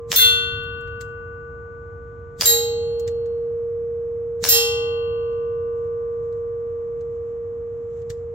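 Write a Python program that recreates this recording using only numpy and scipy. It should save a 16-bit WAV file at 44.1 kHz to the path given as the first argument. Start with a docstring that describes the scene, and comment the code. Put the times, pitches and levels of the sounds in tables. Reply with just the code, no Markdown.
"""In a wooded yard, a gas revolver fires three times at a bell-like steel target close to the microphone.
Each crack is a puff of noise that echoes off nearby surfaces and trees. The pellet lands about 45 ms later
as a splash of noise, and the steel, a set of dying tones, rings on for seconds.
Clicks of the gun and rubbing cloth, both made of noise, are heard over a low rumble of filtered noise.
A limiter ducks the loudest moments."""
import sys
import numpy as np
from scipy import signal
from scipy.fft import rfft, irfft
from scipy.io import wavfile
from scipy.ndimage import uniform_filter1d, minimum_filter1d

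SR = 44100
rng = np.random.default_rng(int(sys.argv[2]) if len(sys.argv) > 2 else 0)


def pcm_store(signal):
    """Save signal as 16-bit PCM."""
    levels = np.round(np.clip(np.atleast_2d(signal), -1, 1) * 32767)
    wavfile.write(sys.argv[1], SR, levels.astype(np.int16).T)


N = 367794

# The three shots. Each row: crack in seconds, relative crack level in dB,
# pellet's impact in seconds, relative impact level in dB.
SHOTS = [(.1176, -1, .160, -1), (2.4106, 0, 2.457, -2), (4.4401, 0, 4.4884, 0)]
# Colour of the gun's clicks and of the swell into each crack. Each row: frequency in Hz, level in dB.
CLICK_COLOUR = [(300, -41), (1000, -32.5), (1800, -10.5), (2600, -18.5), (4000, -10), (5500, -13.5),
                (7600, -7.5), (9000, -31), (13000, -22.5), (16000, -29.5)]


def gain_of(db):
    """Turns decibels into amplitude."""
    return 10 ** (np.asarray(db) / 20)


def read(points, hz):
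    """Reads a table joined by straight lines on a log-frequency axis."""
    f, value = np.transpose(points)
    return np.interp(np.log(hz + 1), np.log(f), value)


def add(mix, s, sound):
    """Adds a sound to the mix at time s in seconds, cut off at the end of the mix."""
    part = mix[:, round(s * SR):][:, :sound.shape[-1]]
    part += sound[..., :part.shape[-1]]


def coloured(x, points, tilt_db=0, size=2048):
    """Filters a sound to a colour, tilted about 5 kHz (dB per octave), with nothing heard ahead of it."""
    hz = np.fft.rfftfreq(size, 1 / SR)
    octaves = np.log2(np.maximum(hz, 500) / 5000)
    log_gain = np.log(gain_of(read(points, hz) + tilt_db * octaves))
    # The Hilbert transform gives the phase that puts the energy as early as possible.
    circle = np.r_[log_gain, log_gain[-2:0:-1]]
    taps = np.fft.ifft(np.exp(np.conj(signal.hilbert(circle)))).real
    return signal.fftconvolve(x, taps[None], axes=1)


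def burst(t60, likeness, size=4096):
    """A dying puff of noise of energy 1 in each channel; likeness is what left and right share (0-1)."""
    noise = rng.standard_normal((3, size)) * gain_of(-60 * np.arange(size) / SR / t60)
    share = np.clip(likeness, 0, 1)
    pair = np.sqrt(share) * noise[0] + np.sqrt(1 - share) * noise[1:]
    return pair / np.linalg.norm(pair, axis=1, keepdims=True)


def mode(t, hz, t60, db, pan_db, lead):
    """One dying tone, with its own level and phase (lead, in radians) at left and right."""
    sides = gain_of([[pan_db / 2], [-pan_db / 2]])
    sides = sides / np.sqrt(np.mean(sides ** 2))
    phase = 2 * np.pi * (hz * t + rng.random()) + np.array([[lead / 2], [-lead / 2]])
    return sides * gain_of(db - 60 * t / t60) * np.sin(phase)


def boom_db(steep=2.0):
    """Level of the rumble: one smooth rise and slower fall after each shot."""
    rest_db, peak_s = -2, .42
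    # Height of the swell after each shot, in dB.
    heights_db = [7.5, 4, 4]
    level_db = np.full(N, float(rest_db))
    for (s, *_), height_db in zip(SHOTS, heights_db):
        age = np.maximum(np.arange(N) / SR - s, 0) / peak_s
        level_db = level_db + height_db * (age * np.exp(1 - age)) ** steep
    return level_db


def outdoors(rumble_edge_hz=220):
    """Noise split into a distant rumble, swelling after each shot, and faint steady air noise."""
    # Background before drones and swells. Each row: frequency in Hz, level in dB per Hz.
    air = [(22, -83), (40, -72.5), (62, -62), (100, -59), (165, -75), (300, -79.5), (600, -85.5),
           (1300, -91.5), (2200, -103), (4600, -123), (7400, -114), (8500, -140), (12300, -135),
           (16000, -147)]
    # How alike left and right are. Each row: frequency in Hz, likeness from 0 to 1.
    air_likeness = [(30, .93), (250, 0.91), (700, 0.26), (2000, .4), (8000, 0.65)]
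    # Droning bands in the rumble. Each row: frequency in Hz, width in Hz, boost in dB.
    drone = [(88.6, 4.1, 5.5), (105.6, 2.7, 4.5), (143.6, 15, 7.5), (209.3, 5.2, 5), (255.9, 4, 8)]
    hz = np.fft.rfftfreq(N, 1 / SR)
    a, b = rfft(rng.standard_normal((2, N)))
    same = np.clip(read(air_likeness, hz), -1, 1)
    pair = np.array([a, same * a + np.sqrt(1 - same ** 2) * b])
    spectrum = pair * gain_of(read(air, hz)) * np.sqrt(SR / 2)
    drone_db = sum(db / (1 + (2 * (hz - f) / width) ** 2) for f, width, db in drone)
    spectrum = spectrum * gain_of(drone_db)
    low = 1 / (1 + (hz / rumble_edge_hz) ** 4)
    rumble = irfft(spectrum * low, N)
    return gain_of(boom_db()) * rumble + irfft(spectrum * (1 - low), N)


def target(ring_db=0.06, release_s=0.079, release_share=.15):
    """Each hit starts the steel's modes anew; they die away, each at first held back by its own amount."""
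    # Tones of the steel; each pellet lands on another spot and leaves another mix.
    # Each row: frequency in Hz, time to fall 60 dB in seconds, level in dB after hits 1, 2 and 3,
    # left over right in dB, left's phase lead in radians.
    steel = [ (467, 26, -32, -19.7, -19.3, -1.5, -.3), (832, 1.7, -60, -34, -34, 0, -1.1),
             (1045, 8.5, -52, -59, -43, 6, -2.1), (1173, 10, -36, -51, -38, 12, 2.5),
             (1370, .6, -55, -38, -39, 0, -1), (1480, 5.2, -25, -56, -43, 6, -1),
             (1900, .3, -40, -25, -25, 0, -1), (1990, 1.28, -31, -44, -34, 6, -2.8),
             (2741, 1.45, -15, -43, -19, 6, -1.9), (2800, 1.8, -38, -44, -32, 0, -1.5),
             (3080, .47, -41, -44, -27, -5, -1.9), (3169, 1.17, -18, -31, -17, 6, -2.1),
             (3486, .74, -1, -34, -20, 3, -2.1), (3870, .54, -21, -11, -22, -1, -.5),
             (3932, .41, -16, -18, -20, -5, -.4), (4266, .71, -12, -32, -37, -3, 1.2),
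             (4288, 1.29, -31, -24, -26, 4, -3.1), (4334, .6, -37, -15, -14, -4, 2.5),
             (4712, .61, -24, -43, -21, -9, 2.1), (5418, .55, -30, -26, -10, -20, -3.1),
             (6109, .52, -16, -35, -20, 1, 2.2), (6204, .5, -21, -52, -41, 15, -2.5),
             (6574, .56, -34, -16, -17, 0, 2.2), (7429, .47, -26, -9, -14, -8, .4),
             (7588, .51, -22, -33, -20, -11, -2.7), (9026, .39, -26, -32, -18, 14, 3),
             (9892, .44, -29, -44, -35, 3, .3), (10529, .38, -20, -40, -19, 13, -.1),
             (10814, .39, -23, -39, -14, 16, -1.5), (11692, .31, -10, -5, -11, 10, -1.5),
             (11958, .32, -24, -6, -6, -13, -2.6), (12205, .38, -13, -26, -28, -2, -2.7),
             (13011, .27, -18, -17, -40, 16, 1.3), (13787, .26, -11, -25, -13, -7, -1.4),
             (13908, .2, -5, -35, -5, 14, -1.5), (14918, .33, -13, -45, -16, -1, 1.3),
             (15215, .36, -18, -28, -30, 16, .8)]
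    # Tones already ringing at the start. Each row: frequency in Hz, level in dB.
    ringing = [(467, -31), (1045, -55), (1173, -52)]
    # Tones are held back by differing amounts at each hit, as by a limiter, the very top slightly raised.
    # Each row: frequency in Hz, dB held back at the hit.
    held_back = [(467, 12), (1500, 11), (3200, 13.5), (4300, 7.5), (7400, 3), (12000, 8), (15000, -1.5)]
    out = np.zeros((2, N))
    hits = [shot[2] for shot in SHOTS] + [N / SR]
    t = np.arange(round(hits[0] * SR)) / SR
    for hz, db in ringing:
        # All of these die and spread like the first tone of the steel.
        add(out, 0, mode(t, hz, steel[0][1], db, *steel[0][-2:]))
    for k in range(len(SHOTS)):
        # The ring stops where the next hit starts.
        t = np.arange(round(hits[k + 1] * SR) - round(hits[k] * SR)) / SR
        for hz, t60, *levels, pan_db, lead in steel:
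            # The hold shrinks to nothing, sooner for short tones.
            hold = np.maximum(1 - t / min(release_s, release_share * t60), 0)
            level_db = levels[k] + ring_db - hold * read(held_back, hz)
            add(out, hits[k], mode(t, hz, t60, level_db, pan_db, lead))
    return out


def lead_in(swell_db=11, rise_t60=0.055, tilt_db=2, low_db=-26, low_hz=170, low_t60=0.054, lead_s=0.014):
    """A reversed puff of noise swells into each crack, with a short low tone just before it."""
    out, t = np.zeros((2, N)), np.arange(SR // 4) / SR
    low_tone = gain_of(low_db - 60 * t / low_t60) * np.sin(2 * np.pi * low_hz * t)
    for s, *_ in SHOTS:
        swell_in = burst(rise_t60, 0.44)[:, ::-1]
        add(out, s - swell_in.shape[1] / SR, gain_of(swell_db) * coloured(swell_in, CLICK_COLOUR, tilt_db))
        add(out, s - lead_s, low_tone)
    return out


def cracks(crack_db=13, crack_t60=0.0067, slap_db=3):
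    """Gas bursts from the muzzle as puffs of noise; hard surfaces throw back single darker slaps."""
    # Colours of the burst and of the slaps. Each row: frequency in Hz, level in dB.
    blast = [(60, -11.5), (250, -11), (600, -5.5), (1100, -1), (2200, 1), (4500, 10), (7300, 5), (9500, -8),
             (13000, -7.5), (16000, -9)]
    slap = [(60, -6), (300, 2), (1000, 6), (3000, 5), (6500, 1), (9500, -10), (13000, -7), (16000, -9)]
    # Echoes from nearby surfaces. Each row: delay in seconds, relative level in dB.
    near_echoes = [(.0016, 0), (.0116, 7), (.0134, -3), (.0235, -3)]
    out = np.zeros((2, N))
    for s, db, _, _ in SHOTS:
        add(out, s, gain_of(db + crack_db) * coloured(burst(crack_t60, .75), blast))
        for delay, echo_db in near_echoes:
            add(out, s + delay, gain_of(db + slap_db + echo_db) * coloured(np.ones((2, 1)), slap))
    return out


def yard(x, rise=0.0021, near_db=5, near_s=.045, lumpy_db=3, far_db=4, far_s=0.51):
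    """Trunks, leaves and fence echo as uneven dying noise: near ones strongest, far trees late, treble brief."""
    # Colour of the scatter. Each row: frequency in Hz, relative level in dB.
    scatter = [(100, 1.5), (500, -4), (1200, -6.5), (2500, -6), (5000, -0.5), (9000, 4), (15000, 7)]
    # Its basic decay. Each row: frequency in Hz, time to fall 60 dB in seconds.
    scatter_t60 = [(150, .55), (1000, .62), (3000, .58), (5000, .45), (7500, .35), (10000, .19),
                   (15000, .19)]
    hz, t, z = signal.stft(rng.standard_normal((2, SR)), SR, nperseg=256)
    t60 = read(scatter_t60, hz)[:, None]
    lumps = rng.standard_normal(z.shape[1:])
    lumps = uniform_filter1d(uniform_filter1d(lumps, size=12, axis=0), size=4, axis=1)
    near = near_db / (1 + (t / near_s) ** 4)
    far = far_db * (1 - 1 / (1 + (t / far_s) ** 4))
    level_db = read(scatter, hz)[:, None] - 60 * t / t60 + near + far + lumpy_db * lumps / lumps.std()
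    tail = signal.istft(z * gain_of(level_db), SR, nperseg=256)[1][:, :SR]
    tail = tail * (1 - np.exp(-np.arange(SR) / SR / rise))
    tail = tail + 0.1 * tail[::-1]  # a little of each side in the other
    return signal.fftconvolve(x, tail / np.linalg.norm(tail[0]), axes=1)[:, :N]


def impacts(impact_db=16, impact_t60=0.031, spread_s=.003):
    """The pellet's splash of noise builds as it spreads over the steel, then dies."""
    # Colour of the splash. Each row: frequency in Hz, level in dB.
    splash_colour = [(200, -17.5), (800, -18), (2000, -10), (4000, 1), (7500, 6), (9500, -7.5),
                     (13000, -2.5), (16000, -3)]
    out = np.zeros((2, N))
    for _, _, s, db in SHOTS:
        splash = burst(impact_t60, 0.25)
        splash = splash * (1 - np.exp(-np.arange(splash.shape[1]) / SR / spread_s))
        add(out, s, gain_of(db + impact_db) * coloured(splash, splash_colour))
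    return out


def shimmer(count=70):
    """Weak modes of the steel crowd between the strong ones; the higher they are, the sooner they die."""
    # Typical level of a weak mode before luck and hit strength. Each row: frequency in Hz, level in dB.
    overtones = [(1200, -42), (2000, -37), (3500, -34), (6000, -30), (8000, -29), (9800, -40), (12500, -25),
                 (15800, -25)]
    out, t = np.zeros((2, N)), np.arange(SR) / SR
    # One pitch at random in each of many equal steps.
    places = np.arange(count) + rng.random(count)
    pitches = np.interp(places, [0, count], [overtones[0][0], overtones[-1][0]])
    for hz in pitches:
        pan_db, lead = rng.uniform(-14.5, 6.2), rng.uniform(-np.pi, np.pi)
        t60 = .48 * np.sqrt(5000 / hz)
        for _, _, s, db in SHOTS:
            luck_db = rng.uniform(-16, 3)
            add(out, s, mode(t, hz, t60, db + read(overtones, hz) + luck_db, pan_db, lead))
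    return out


def rattles():
    """The target jumps on its mount and pings, each ping one short tone."""
    # Each row: start in seconds, frequency in Hz, time to fall 60 dB in seconds, level in dB.
    pings = [(0.191, 1600, .04, -19), (.194, 2075, 0.33, -26.5), (2.509, 5170, .08, -28.5),
             (2.62, 5300, .1, -38)]
    out, t = np.zeros((2, N)), np.arange(SR // 2) / SR
    for s, hz, t60, db in pings:
        add(out, s, mode(t, hz, t60, db, 0, 0))
    return out


def action(click_db=9, click_t60=0.057, knock_hz=110, knock_t60=0.084, early_s=0.0051, early_db=-14):
    """Each click is a puff of noise with a dull knock, and a fainter puff just before softens its start."""
    # Hammer, cylinder and holster clicks. Each row: start in seconds, relative level in dB,
    # brightness in dB per octave, low knock in dB.
    clicks = [(.635, -38.5, 17, -67), (.808, -33.5, 8, -72), (.875, -28, -8, -63), (1.0096, -7, 1, -38),
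              (2.9965, -14, 6, -52), (3.0771, -5.5, -2, -30), (3.2592, -25.5, -3.5, -75),
              (5.328, -36.5, -3, -69.5), (6.3256, -32, -3, -71), (7.009, -28, -3, -64.5),
              (8.018, -28.5, -2.5, -70), (8.101, -5, -1.5, -25)]
    out, t = np.zeros((2, N)), np.arange(SR // 4) / SR
    knock = np.sin(2 * np.pi * knock_hz * t) * gain_of(-60 * t / knock_t60)
    for s, db, tilt_db, knock_db in clicks:
        early_puff = coloured(burst(click_t60, .5), CLICK_COLOUR, tilt_db)
        add(out, s - early_s, gain_of(db + click_db + early_db) * early_puff)
        click = coloured(burst(click_t60, 0.34), CLICK_COLOUR, tilt_db)
        add(out, s, gain_of(db + click_db) * click)
        add(out, s, gain_of(knock_db) * knock)
    return out


def rustle(uneven_db=3, sleeve_rise_s=0.26):
    """Cloth and leather rub as noise of uneven level; each arm movement swells and fades as one arch."""
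    # Arm movements as the guns are swapped.
    # Each row: middle in seconds, length in seconds, level in dB before colouring.
    rubs = [(5.837, .12, -67), (6.277, .4, -77.5), (7.082, 0.67, -76), (8.021, 0.41, -67.5)]
    # Colour of rubbing cloth and leather. Each row: frequency in Hz, level in dB.
    cloth = [(500, -11.5), (2000, 4), (3200, -0.5), (4600, -8), (7400, 4), (8600, -20.5), (12500, -16),
             (16000, -25)]
    sleeve_from_s, sleeve_db = 5.65, -83  # the sleeve brushes faintly from here to the end
    t = np.arange(N) / SR
    strokes = uniform_filter1d(rng.standard_normal(N), size=2000)
    level = gain_of(sleeve_db) * np.clip((t - sleeve_from_s) / sleeve_rise_s, 0, 1)
    for s, length, db in rubs:
        level = level + gain_of(db) * np.exp(-(2 * (t - s) / length) ** 2)
    level = level * gain_of(uneven_db * strokes / strokes.std())
    return coloured(level * rng.standard_normal((2, N)), cloth)[:, :N]


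def scene(crack_wet_db=3, impact_wet_db=-12, click_wet_db=-11):
    """The gun is some metres off and wakes the yard; the target is near, and only its splash echoes faintly."""
    gun, splash, clicks = cracks(), impacts(), action()
    sent = gain_of(crack_wet_db) * gun + gain_of(impact_wet_db) * splash + gain_of(click_wet_db) * clicks
    revolver = gun + clicks + lead_in()
    steel_target = splash + target() + rattles() + shimmer()
    return revolver + steel_target + yard(sent) + rustle() + outdoors()


def record(dry, ceiling_db=-2.5, recovery_db_per_s=260):
    """A peak limiter clamps at once and lets go steadily; then a low-pass removes the top treble."""
    edge_hz = 16250
    over_db = np.maximum(20 * np.log10(abs(dry).max(0) + 1e-9) - ceiling_db, 0)
    # Hold each peak's excess while it shrinks at the recovery rate.
    fall = np.arange(N) / SR * recovery_db_per_s
    held_db = np.maximum.accumulate(over_db + fall) - fall
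    duck_db = uniform_filter1d(minimum_filter1d(-held_db, size=89), size=89)  # about 2 ms
    lowpass = signal.firwin(511, edge_hz, window=("kaiser", 9), fs=SR)
    return signal.oaconvolve(dry * gain_of(duck_db), lowpass[None], "same", axes=1)


dry = scene()
out = record(dry)
pcm_store(out)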